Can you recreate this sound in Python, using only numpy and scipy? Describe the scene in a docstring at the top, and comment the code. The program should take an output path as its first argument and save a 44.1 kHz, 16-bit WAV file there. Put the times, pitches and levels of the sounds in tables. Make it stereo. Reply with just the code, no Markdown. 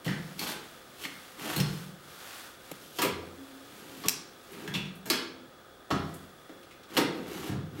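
"""A bare steel ball-bearing runner is pushed home and pulled out of an oak cabinet in a workshop.
A wooden drawer is then fed onto the runners: it knocks, latches, jolts and rolls in.
Knocks are short clatters plus ringing modes; rolling is made of countless tiny random contacts.
Sleeves (coloured grains) brush in between, over the steady whir of a fan (coloured noise) and a
thin whine (a sine). A decaying noise tail is the room; both channels carry the same sound."""
import sys
import numpy as np
from scipy import signal
from scipy.fft import rfft, irfft
from scipy.io import wavfile
from scipy.ndimage import uniform_filter1d

SR = 44100
rng = np.random.default_rng(int(sys.argv[2]) if len(sys.argv) > 2 else 0)


def wav_record(signal):
    """Record a signal, one row per channel, as 16-bit PCM in the file named by sys.argv[1]."""
    frames = np.transpose(np.atleast_2d(signal))
    bounded = np.clip(frames, -1, 1)
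    # unit amplitude maps onto the largest positive 16-bit level
    quanta = np.round(bounded * 32767).astype(np.int16)
    wavfile.write(sys.argv[1], SR, quanta)


N = 343980
TIME = np.arange(N) / SR


def from_db(db):
    """Decibels to gain."""
    return np.exp(np.asarray(db) * np.log(10) / 20)


def rms_one(x):
    """Scale to rms 1."""
    return x / np.sqrt(np.mean(x ** 2) + 1e-20)


def unit_energy(x):
    """Scale to a sum of squares of 1."""
    return x / np.sqrt(np.sum(x ** 2) + 1e-20)


def at_hz(points, hz):
    """Read a table of (Hz, value) on a log-frequency axis."""
    freqs, values = np.transpose(points)
    return np.interp(np.log(hz + 1e-3), np.log(freqs), values)


def response(spectrum, size=4096):
    """Impulse response with this spectrum, its energy as early as possible (minimum phase); unit energy."""
    hz = np.arange(size // 2 + 1) * SR / size + 1
    octaves_outside = np.abs(np.log2(hz / np.clip(hz, spectrum[0][0], spectrum[-1][0])))
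    # beyond the ends of the table the level falls 20 dB per octave
    level_db = at_hz(spectrum, hz) - 20 * octaves_outside
    cepstrum = irfft(np.log(from_db(level_db)))
    # folding the cepstrum onto positive times makes the response causal
    cepstrum[1:size // 2] *= 2
    cepstrum[size // 2 + 1:] = 0
    return unit_energy(irfft(np.exp(rfft(cepstrum))))


def colour(x, spectrum):
    """Give a white excitation this spectrum; it keeps its power."""
    return signal.oaconvolve(x, response(spectrum))[:len(x)]


def resonate(x, hz, width_hz):
    """Two-pole resonance: a wider one dies away faster."""
    r = np.exp(-np.pi * width_hz / SR)
    feedback = [1, -2 * r * np.cos(2 * np.pi * hz / SR), r * r]
    return signal.lfilter([1, 0, -1], feedback, x + 1e-18)


def dying(t, t60):
    """Falls 60 dB in t60 seconds."""
    return np.exp(-np.log(1000) * t / max(t60, 1e-3))


def add(track, s, sound):
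    """Mix a sound in at time s."""
    start = round(s * SR)
    track[start:start + len(sound)] += sound[:N - start]


def grains(per_s, spread_db, size):
    """Random tiny contacts of uneven strength; rms 1."""
    unevenness = from_db(spread_db * np.minimum(rng.exponential(1, size), 4))
    strength = unevenness * rng.standard_normal(size)
    happens = rng.random(size) < per_s / SR
    return rms_one(strength * happens)


def swells(rows):
    """Gain that grows and fades in bells; each length is taken between the half-power points."""
    power = sum(from_db(db) ** 2 * .5 ** ((2 * (TIME - s) / length) ** 2) for s, length, db in rows)
    return np.sqrt(power)


# Colour of the fan's air noise. Each row: frequency in Hz, relative level in dB per Hz.
FAN = [(15, -11), (25, -7.5), (130, 3.5), (161, -1), (229, 3.5), (416, 3.5), (476, 1), (531, 1), (863, -21),
       (1480, 0.5), (2110, -15.5), (3430, -32), (3720, -16), (14800, -30), (16000, -38)]
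# Resonances of the fan housing. Each row: frequency in Hz, width in Hz, level in dB.
FAN_PEAKS = [(358, 34, -67), (523, 33, -63), (708, 220, -62.5), (1245, 69, -62.5), (1660, 310, -69.5),
             (3410, 104, -66.5)]
AIR_DB = -57.5
WHINE_HZ, WHINE_DB = 15725, -72   # thin whine of some electronics


def background():
    """Fan air is coloured noise, its housing is resonating noise, and electronics whine as a faint sine."""
    air = from_db(AIR_DB) * colour(rng.standard_normal(N), FAN)
    housing = 0
    for hz, width_hz, db in FAN_PEAKS:
        housing = housing + from_db(db) * rms_one(resonate(rng.standard_normal(N), hz, width_hz))
    whine = from_db(WHINE_DB) * np.sqrt(2) * np.sin(2 * np.pi * WHINE_HZ * TIME)
    return air + housing + whine


# Arm movements brush the sleeves. Each row: middle in seconds, length in seconds, level in dB.
SLEEVE = [(.3, 0.39, -53), (.68, 0.21, -54), (1.2, 0.45, -52), (1.72, 0.22, -47), (2.23, 0.26, -49.5),
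          (2.37, 0.19, -46.5), (2.72, 0.17, -52), (3.65, 0.84, -56), (4.58, 0.28, -55), (6.13, 0.23, -58),
          (6.5, 0.34, -63.5)]
# Colour of the cloth. Each row: frequency in Hz, relative level in dB per Hz.
CLOTH = [(300, -6.5), (900, 1), (1400, 5), (2300, 0.5), (3500, 1), (6500, -5), (12000, -6.5),
         (16000, -10.5)]
SLEEVE_REST_DB = -64   # rustle between the movements


def sleeves():
    """Fibres of a sweatshirt brush past each other in dense tiny contacts."""
    movement = np.hypot(swells(SLEEVE), from_db(SLEEVE_REST_DB))
    return movement * colour(grains(per_s=20000, spread_db=-2.0, size=N), CLOTH)


def clatter(t60, rise_s=0.0008):
    """Loose parts chatter for a moment after a blow; unit energy."""
    t = TIME[:SR // 4]
    chatter = grains(per_s=16000, spread_db=0.5, size=len(t))
    return unit_energy(chatter * dying(t, t60) * (1 - np.exp(-t / rise_s)))


def mode_tones(t, modes, rise_s=0.0056):
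    """Each mode builds up and rings on, with alternating signs; modes x time."""
    tones = []
    for k, (hz, db, t60) in enumerate(modes):
        tones.append((-1) ** k * from_db(db) * np.sin(2 * np.pi * hz * t) * dying(t, t60))
    return np.array(tones) * (1 - np.exp(-t / rise_s))


def ringing(tones, weights_db=0, scatter_db=3.0):
    """The modes sound together, in a slightly different mix for each blow; unit energy."""
    mix_db = weights_db + scatter_db * rng.standard_normal(len(tones))
    return unit_energy(from_db(mix_db) @ tones)


def blow_gains(level_db, after_db):
    """Share a blow's energy, given as rms over 0.1 s, between its first clatter and its after-ring."""
    first = from_db(level_db) * np.sqrt(SR / 10 / (1 + from_db(after_db) ** 2))
    return first, first * from_db(after_db)


# Knocks of runner and drawer: the bare runner is pushed home (0.045 s), springs out (0.392) and
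# hits its end stop (1.562). The drawer meets the runners (2.986), the latch snaps (4.084), the inner
# rails catch (5.1), the drawer jolts (5.904), breaks free (6.967) and comes to rest (7.488).
# Each row: start in seconds, basic 60 dB decay of the clatter in seconds, after-ring against clatter
# in dB, then levels in dB (rms over 0.1 s, before each part's trims) of cabinet, drawer and rail,
# hardness in dB (ball cage above rail), pitch of the struck spot in Hz, level of that spot in dB.
BLOWS = [ (0.045, 0.21, 6, -50, -47.5, -48, -1.5, 3050, -46.5),
         (0.062, 0.13, 1.5, -37, -41.5, -53, -10, 170, -39.5),
         (0.078, 0.2, 1.5, -43, -51, -46.5, -17, 1790, -41),
         (0.392, 0.038, 4, -74, -65, -45, 1.5, 4430, -45), (1.036, 0.13, -3, -68, -59, -47, -6, 3030, -51),
         (1.050, .05, -2, -58, -52.5, -48, -8, 2040, -46.5),
         (1.562, .04, 3.5, -40, -40.5, -49.5, 10, 4280, -44),
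         (1.578, 0.16, 1, -35, -49, -46, -1, 156, -35.5),
         (1.600, 0.06, -2, -34.5, -59, -41, -3, 5320, -42.5),
         (2.714, 0.025, -12, -56, -55, -68.5, 15.5, 430, -51.5),
         (2.986, 0.055, 7, -51.5, -39.5, -36.5, -6, 953, -35.5),
         (3.017, 0.18, -4, -61, -40, -41.5, 5.5, 1210, -36.5),
         (3.024, 0.14, -2, -58, -55, -51, 5, 2340, -39),
         (3.047, 0.15, -2.5, -43.5, -40.5, -46, 1, 414, -35), (3.055, .05, 16, -52, -44.5, -62, 0, 85, -46),
         (4.036, 0.2, 0, -64, -48, -47.5, -15, 1120, -47),
         (4.058, .07, -11.5, -44.5, -54, -51, -1, 430, -47.5),
         (4.0839, 0.014, -5.5, -70, -54.5, -44, 10.5, 5660, -33.5),
         (4.093, 0.0067, -1, -77, -73, -48.5, 11, 5040, -45.5),
         (4.676, 0.037, 2.5, -44.5, -53, -49.5, -7, 1730, -47.5),
         (4.738, 0.21, -4.5, -43, -51, -45.5, -8, 3450, -39.5),
         (4.748, 0.12, 1, -58, -52, -48.5, -18, 2620, -39.5),
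         (4.756, 0.085, 3, -42.5, -61, -60, -16, 189, -38.5),
         (5.056, 0.093, 9, -54, -46, -51, 2.5, 6900, -56),
         (5.100, 0.055, .5, -56, -36, -36, 1, 4380, -34.5),
         (5.103, 0.11, 16, -57, -42, -40.5, -15, 3240, -38),
         (5.106, 0.041, -2, -62, -46, -53, 2, 5260, -39.5),
         (5.904, 0.064, 0.5, -39.5, -40.5, -49, -16, 778, -39),
         (5.909, .09, 1, -41, -38, -44, -24, 1275, -34.5),
         (5.920, 0.21, 1, -39, -36.5, -48.5, -16, 91, -42.5),
         (6.492, 0.065, -0.5, -64, -52, -67, -13, 424, -58),
         (6.967, 0.13, -6.5, -62, -34, -34.5, -9, 2890, -39),
         (6.973, 0.049, 4, -40.5, -29, -35.5, -2, 840, -37.5),
         (7.488, 0.048, 5, -42, -42, -58, -9, 92, -39.5), (7.514, 0.17, 1, -43, -58, -77, 0, 138.5, -35)]
PANEL_DB = -2   # the thin panels shake this far from the mean level of drawer and rail


def part_levels():
    """What every blow gives to cabinet, drawer, panels, rail and ball cage, in dB; parts x blows."""
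    cabinet, drawer, rail, hardness = np.transpose(BLOWS)[3:7]
    panels = (drawer + rail) / 2 + PANEL_DB
    return np.array([cabinet, drawer, panels, rail, rail + hardness])


def struck_part(levels_db, spectrum, modes, modes_db, room_db, slowness):
    """One part under all blows, its clatter stretched by slowness: (direct sound, sound sent to the room)."""
    t, body = TIME[:SR * 4 // 5], response(spectrum)
    near, far, tones = np.zeros((3, N))
    bank = mode_tones(t, modes)
    for (s, t60, after_db, *_), level_db in zip(BLOWS, levels_db):
        first, after = blow_gains(level_db, after_db)
        burst = unit_energy(signal.fftconvolve(clatter(t60 * slowness), body))
        add(near, s, first * burst)
        add(far, s, after * burst)
        add(tones, s, after * ringing(bank))
    return np.array([near + from_db(modes_db) * tones, from_db(room_db) * far])


def struck_spots(modes_db=-10.5, room_db=-0.5, width_share=0.085, falloff_db=55.0):
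    """The spot that is hit adds its own resonance and wakes the modes near its pitch: (direct, room send)."""
    t = TIME[:SR * 4 // 5]
    modes = np.array(CABINET_MODES + DRAWER_MODES + PANEL_MODES + RAIL_MODES + CAGE_MODES)
    near, far = np.zeros((2, N))
    bank = mode_tones(t, modes)
    for s, t60, after_db, *_, hz, level_db in BLOWS:
        first, after = blow_gains(level_db, after_db)
        burst = unit_energy(resonate(clatter(t60), hz, width_share * hz))
        octaves_off = np.abs(np.log2(modes[:, 0] / hz))
        add(near, s, first * burst)
        add(near, s, after * from_db(modes_db) * ringing(bank, -falloff_db * octaves_off ** 2))
        add(far, s, after * from_db(room_db) * burst)
    return np.array([near, far])


# Strong modes of carcass, drawer box, thin panels, steel rail and ball cage.
# Each row: frequency in Hz, relative level in dB, 60 dB decay in seconds.
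CABINET_MODES = [(63, -19, .9), (91, -15, .6), (112, -12, .5), (127, -4, .5), (140, -5, .5), (153, -4, .85),
                 (194, 0, .55), (205, -9, .6)]
DRAWER_MODES = [(243, -4, .5), (275, 0, .6), (294, -7, .6), (338, -8, .5), (384, -7, .5), (406, -2, .7),
                (448, -6, .5), (484, -7, .45), (535, -9, .45)]
PANEL_MODES = [(731, -6, .4), (868, 0, .4), (955, -6, .35), (1216, -1, .4), (1332, -5, .35),
               (1398, -3, .35), (1813, -4, .48)]
RAIL_MODES = [(2337, -3, .6), (2686, -3, .45), (2867, -4, .4), (3299, 0, .45), (3429, -2, .45),
              (4214, -2, .45), (4366, -2, .53), (5184, -6, .38), (5351, -3, .41)]
CAGE_MODES = [(8000, 13, .29), (8500, 11, 0.54), (9679, -11, .33), (9900, 5, .35), (11700, 3, .29)]
# The dense, quickly damped modes between them, as the colour of each part's clatter.
# Each row: frequency in Hz, relative level in dB per Hz.
CABINET = [(25, -42), (45, -19), (62, -2), (80, -10), (100, -9.5), (130, 0), (200, 10), (250, -16.5),
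           (450, -36.5)]
DRAWER = [(100, -38.5), (190, -28), (260, 11.5), (420, 2.5), (540, -2.5), (800, -6), (1500, -71)]
PANEL = [(300, 7.5), (500, -11), (700, -8), (900, 2.5), (1250, 0), (1800, 1.5), (2300, -11.5), (4000, -10)]
RAIL = [(1200, -24), (2050, -7), (2340, 0), (2500, -5), (2800, 0), (3030, -4), (3350, 1), (3850, -9),
        (4300, -1), (4750, -10), (5350, -5), (6100, -14), (7000, -13), (10000, -34)]
CAGE = [(2500, 4), (5000, -5), (6500, -2), (8200, 0), (10800, -1.5), (12800, 1.5), (15000, -1.5),
        (16500, -18)]


def blows():
    """Every knock shakes carcass, drawer box, thin panels, steel rail and ball cage: (direct, room send)."""
    cabinet, drawer, panel, rail, cage = part_levels()
    return (struck_part(cabinet, CABINET, CABINET_MODES, modes_db=-1.0, room_db=1.5, slowness=1.5)
            + struck_part(drawer, DRAWER, DRAWER_MODES, modes_db=-4.5, room_db=0.5, slowness=1.08)
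            + struck_part(panel, PANEL, PANEL_MODES, modes_db=-10.0, room_db=2.5, slowness=0.98)
            + struck_part(rail, RAIL, RAIL_MODES, modes_db=-20.5, room_db=-2.0, slowness=1.27)
            + struck_part(cage, CAGE, CAGE_MODES, modes_db=-22.0, room_db=-3.5, slowness=1.0)
            + struck_spots())


# How long the room rings. Each row: frequency in Hz, 60 dB decay in seconds.
ROOM_T60 = [(60, 0.48), (160, 1), (420, 0.84), (1100, 0.59), (2900, 0.6), (7700, 0.37), (15000, 0.14)]


def workshop(x, build_s=0.00073):
    """Diffuse echoes, a noise tail in 12 bands, build up quickly and die soonest in the top treble."""
    t, centres = TIME[:SR], np.geomspace(60, 15000, 12)
    noise, hz = rfft(rng.standard_normal(SR)), np.arange(SR // 2 + 1)
    tail = 0
    # each row of the identity matrix picks out one band, fading into its neighbours
    for centre, weights in zip(centres, np.eye(len(centres))):
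        band = irfft(noise * at_hz(np.column_stack([centres, weights]), hz), SR)
        envelope = dying(t, at_hz(ROOM_T60, centre)) * (1 - np.exp(-t / build_s))
        tail = tail + band * unit_energy(envelope)
    transfer = rfft(tail)
    # a diffuse field is even over frequency, apart from its fine ripple
    even = transfer / np.sqrt(uniform_filter1d(np.abs(transfer) ** 2, size=50) + 1e-12)
    return signal.oaconvolve(x, irfft(even, SR)[:SR * 4 // 5])[:N]


RUN_ATTACK_S, RUN_RELEASE_S = .12, 0.046   # time for 60 dB of rise and of fall


def run_gain(start, end, swell_db):
    """A run sets in quickly, swells (or fades, if negative) evenly in dB, and stops; 1 at its end."""
    to_go = np.clip((end - TIME) / (end - start), 0, 1)
    attack = dying(np.clip(start - TIME, 0, 1), RUN_ATTACK_S)
    release = dying(np.clip(TIME - end, 0, 1), RUN_RELEASE_S)
    return attack * from_db(-swell_db * to_go) * release


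# Runs along the slides. Each row: start in seconds, end in seconds, then levels at the end in dB,
# before the trims in rolling(), of drawer rumble, track grind and ball hiss,
# and the swell from start to end in dB.
RUNS = [ (0.416, 0.435, -38, -37.5, -38, 1), (0.471, 0.521, -46, -39.5, -43, -2.5),
        (0.998, 1.035, -50, -46, -44, 6), (1.402, 1.557, -41, -37.5, -44, 3),
        (2.82, 2.914, -64, -73, -63, -9.5), (2.944, 2.99, -58, -59, -47, 4.5),
        (3.683, 4.053, -50.5, -54, -55.5, 9), (4.507, 4.665, -44.5, -50, -62, 4),
        (6.905, 6.976, -37, -37.5, -44.5, 15.5), (7.153, 7.244, -44, -52, -63, -3.5),
        (7.28, 7.486, -41, -44.5, -50.5, 0.5), (7.724, 7.81, -39.5, -47.5, -56, 10.5)]
# Their colours. Each row: frequency in Hz, relative level in dB per Hz.
RUMBLE = [(40, -59), (70, -7.5), (110, -17), (190, -3), (260, -3), (420, -4), (560, -23.5), (1000, -43)]
GRIND = [(300, -13), (520, -3.5), (850, -2.5), (1300, -3), (2000, -5.5), (2700, -7.5), (5000, -18)]
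BALLS = [(1300, -25), (2400, 0.5), (3200, 6.5), (3800, 2), (4400, 0.5), (6000, -0.5), (9500, -4),
         (13000, -1), (16000, -13)]


def rolling(wobble_db=2.0, rumble_db=-2.5, grind_db=-3.5, hiss_db=0.0):
    """Balls tick unevenly over the rough steel track, which shakes the wood it is screwed to."""
    rumble, grind, hiss = sum(np.outer(from_db(levels_db), run_gain(start, end, swell_db))
                              for start, end, *levels_db, swell_db in RUNS)
    bumps, scratches, ticks = (grains(per_s, 1.5, N) for per_s in (1500, 2500, 5000))
    # the load shifts from ball to ball
    shifting = rms_one(uniform_filter1d(rng.standard_normal(N), size=500))
    load = rms_one(from_db(wobble_db * shifting))
    return (from_db(rumble_db) * colour(rumble * bumps, RUMBLE)
            + from_db(grind_db) * colour(load * grind * scratches, GRIND)
            + from_db(hiss_db) * colour(load * hiss * ticks, BALLS))


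# The drawer side judders as it is eased in. Each row: middle in seconds, length in seconds, level in dB.
JUDDER = [(3.42, 0.052, -45.5), (3.56, 0.13, -51), (3.98, 0.13, -54)]


def judder(hz=274, waver=0.019):
    """Wood sticks and slips on the rail at the drawer's main resonance: a sine of unsteady pitch."""
    unsteady = rms_one(uniform_filter1d(rng.standard_normal(N), size=1500))
    phase = 2 * np.pi * np.cumsum(hz * (1 + waver * unsteady)) / SR
    return swells(JUDDER) * np.sqrt(2) * np.sin(phase)


# Single balls snap along in their cage. Each row: start in seconds, level in dB, pitch in Hz.
BALL_SNAPS = [(4.518, -62, 11100), (4.53, -58, 2380), (4.854, -61, 3600), (4.951, -64, 11000),
              (6.139, -57.5, 9900), (6.629, -63, 3000), (6.708, -58.5, 1960), (6.831, -63, 3400)]
SNAP_T60_S = 0.099
SNAP_WIDTH_SHARE = 0.47   # width of the resonance as a share of its pitch
SNAP_ROOM_DB = -1.0   # room send against direct click


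def ball_snaps():
    """A ball slips in its cage with a small click, too light to shake the wood: (direct, room send)."""
    out = np.zeros((2, N))
    for s, level_db, hz in BALL_SNAPS:
        click = unit_energy(resonate(clatter(SNAP_T60_S), hz, SNAP_WIDTH_SHARE * hz))
        for track, gain in zip(out, blow_gains(level_db, SNAP_ROOM_DB)):
            add(track, s, gain * click)
    return out


def scene():
    """All sources and the room, the same in both channels."""
    direct, send = blows() + ball_snaps()
    roll = rolling()
    room = workshop(send + from_db(1.0) * roll)
    mono = direct + roll + room + judder() + sleeves() + background()
    return np.array([mono, mono])


CUTOFF_HZ = 16200


def record(dry):
    """A steep low-pass filter removes the very top of the treble."""
    return signal.sosfilt(signal.ellip(12, .1, 80, CUTOFF_HZ, fs=SR, output="sos"), dry)


dry = scene()
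out = record(dry)
wav_record(out)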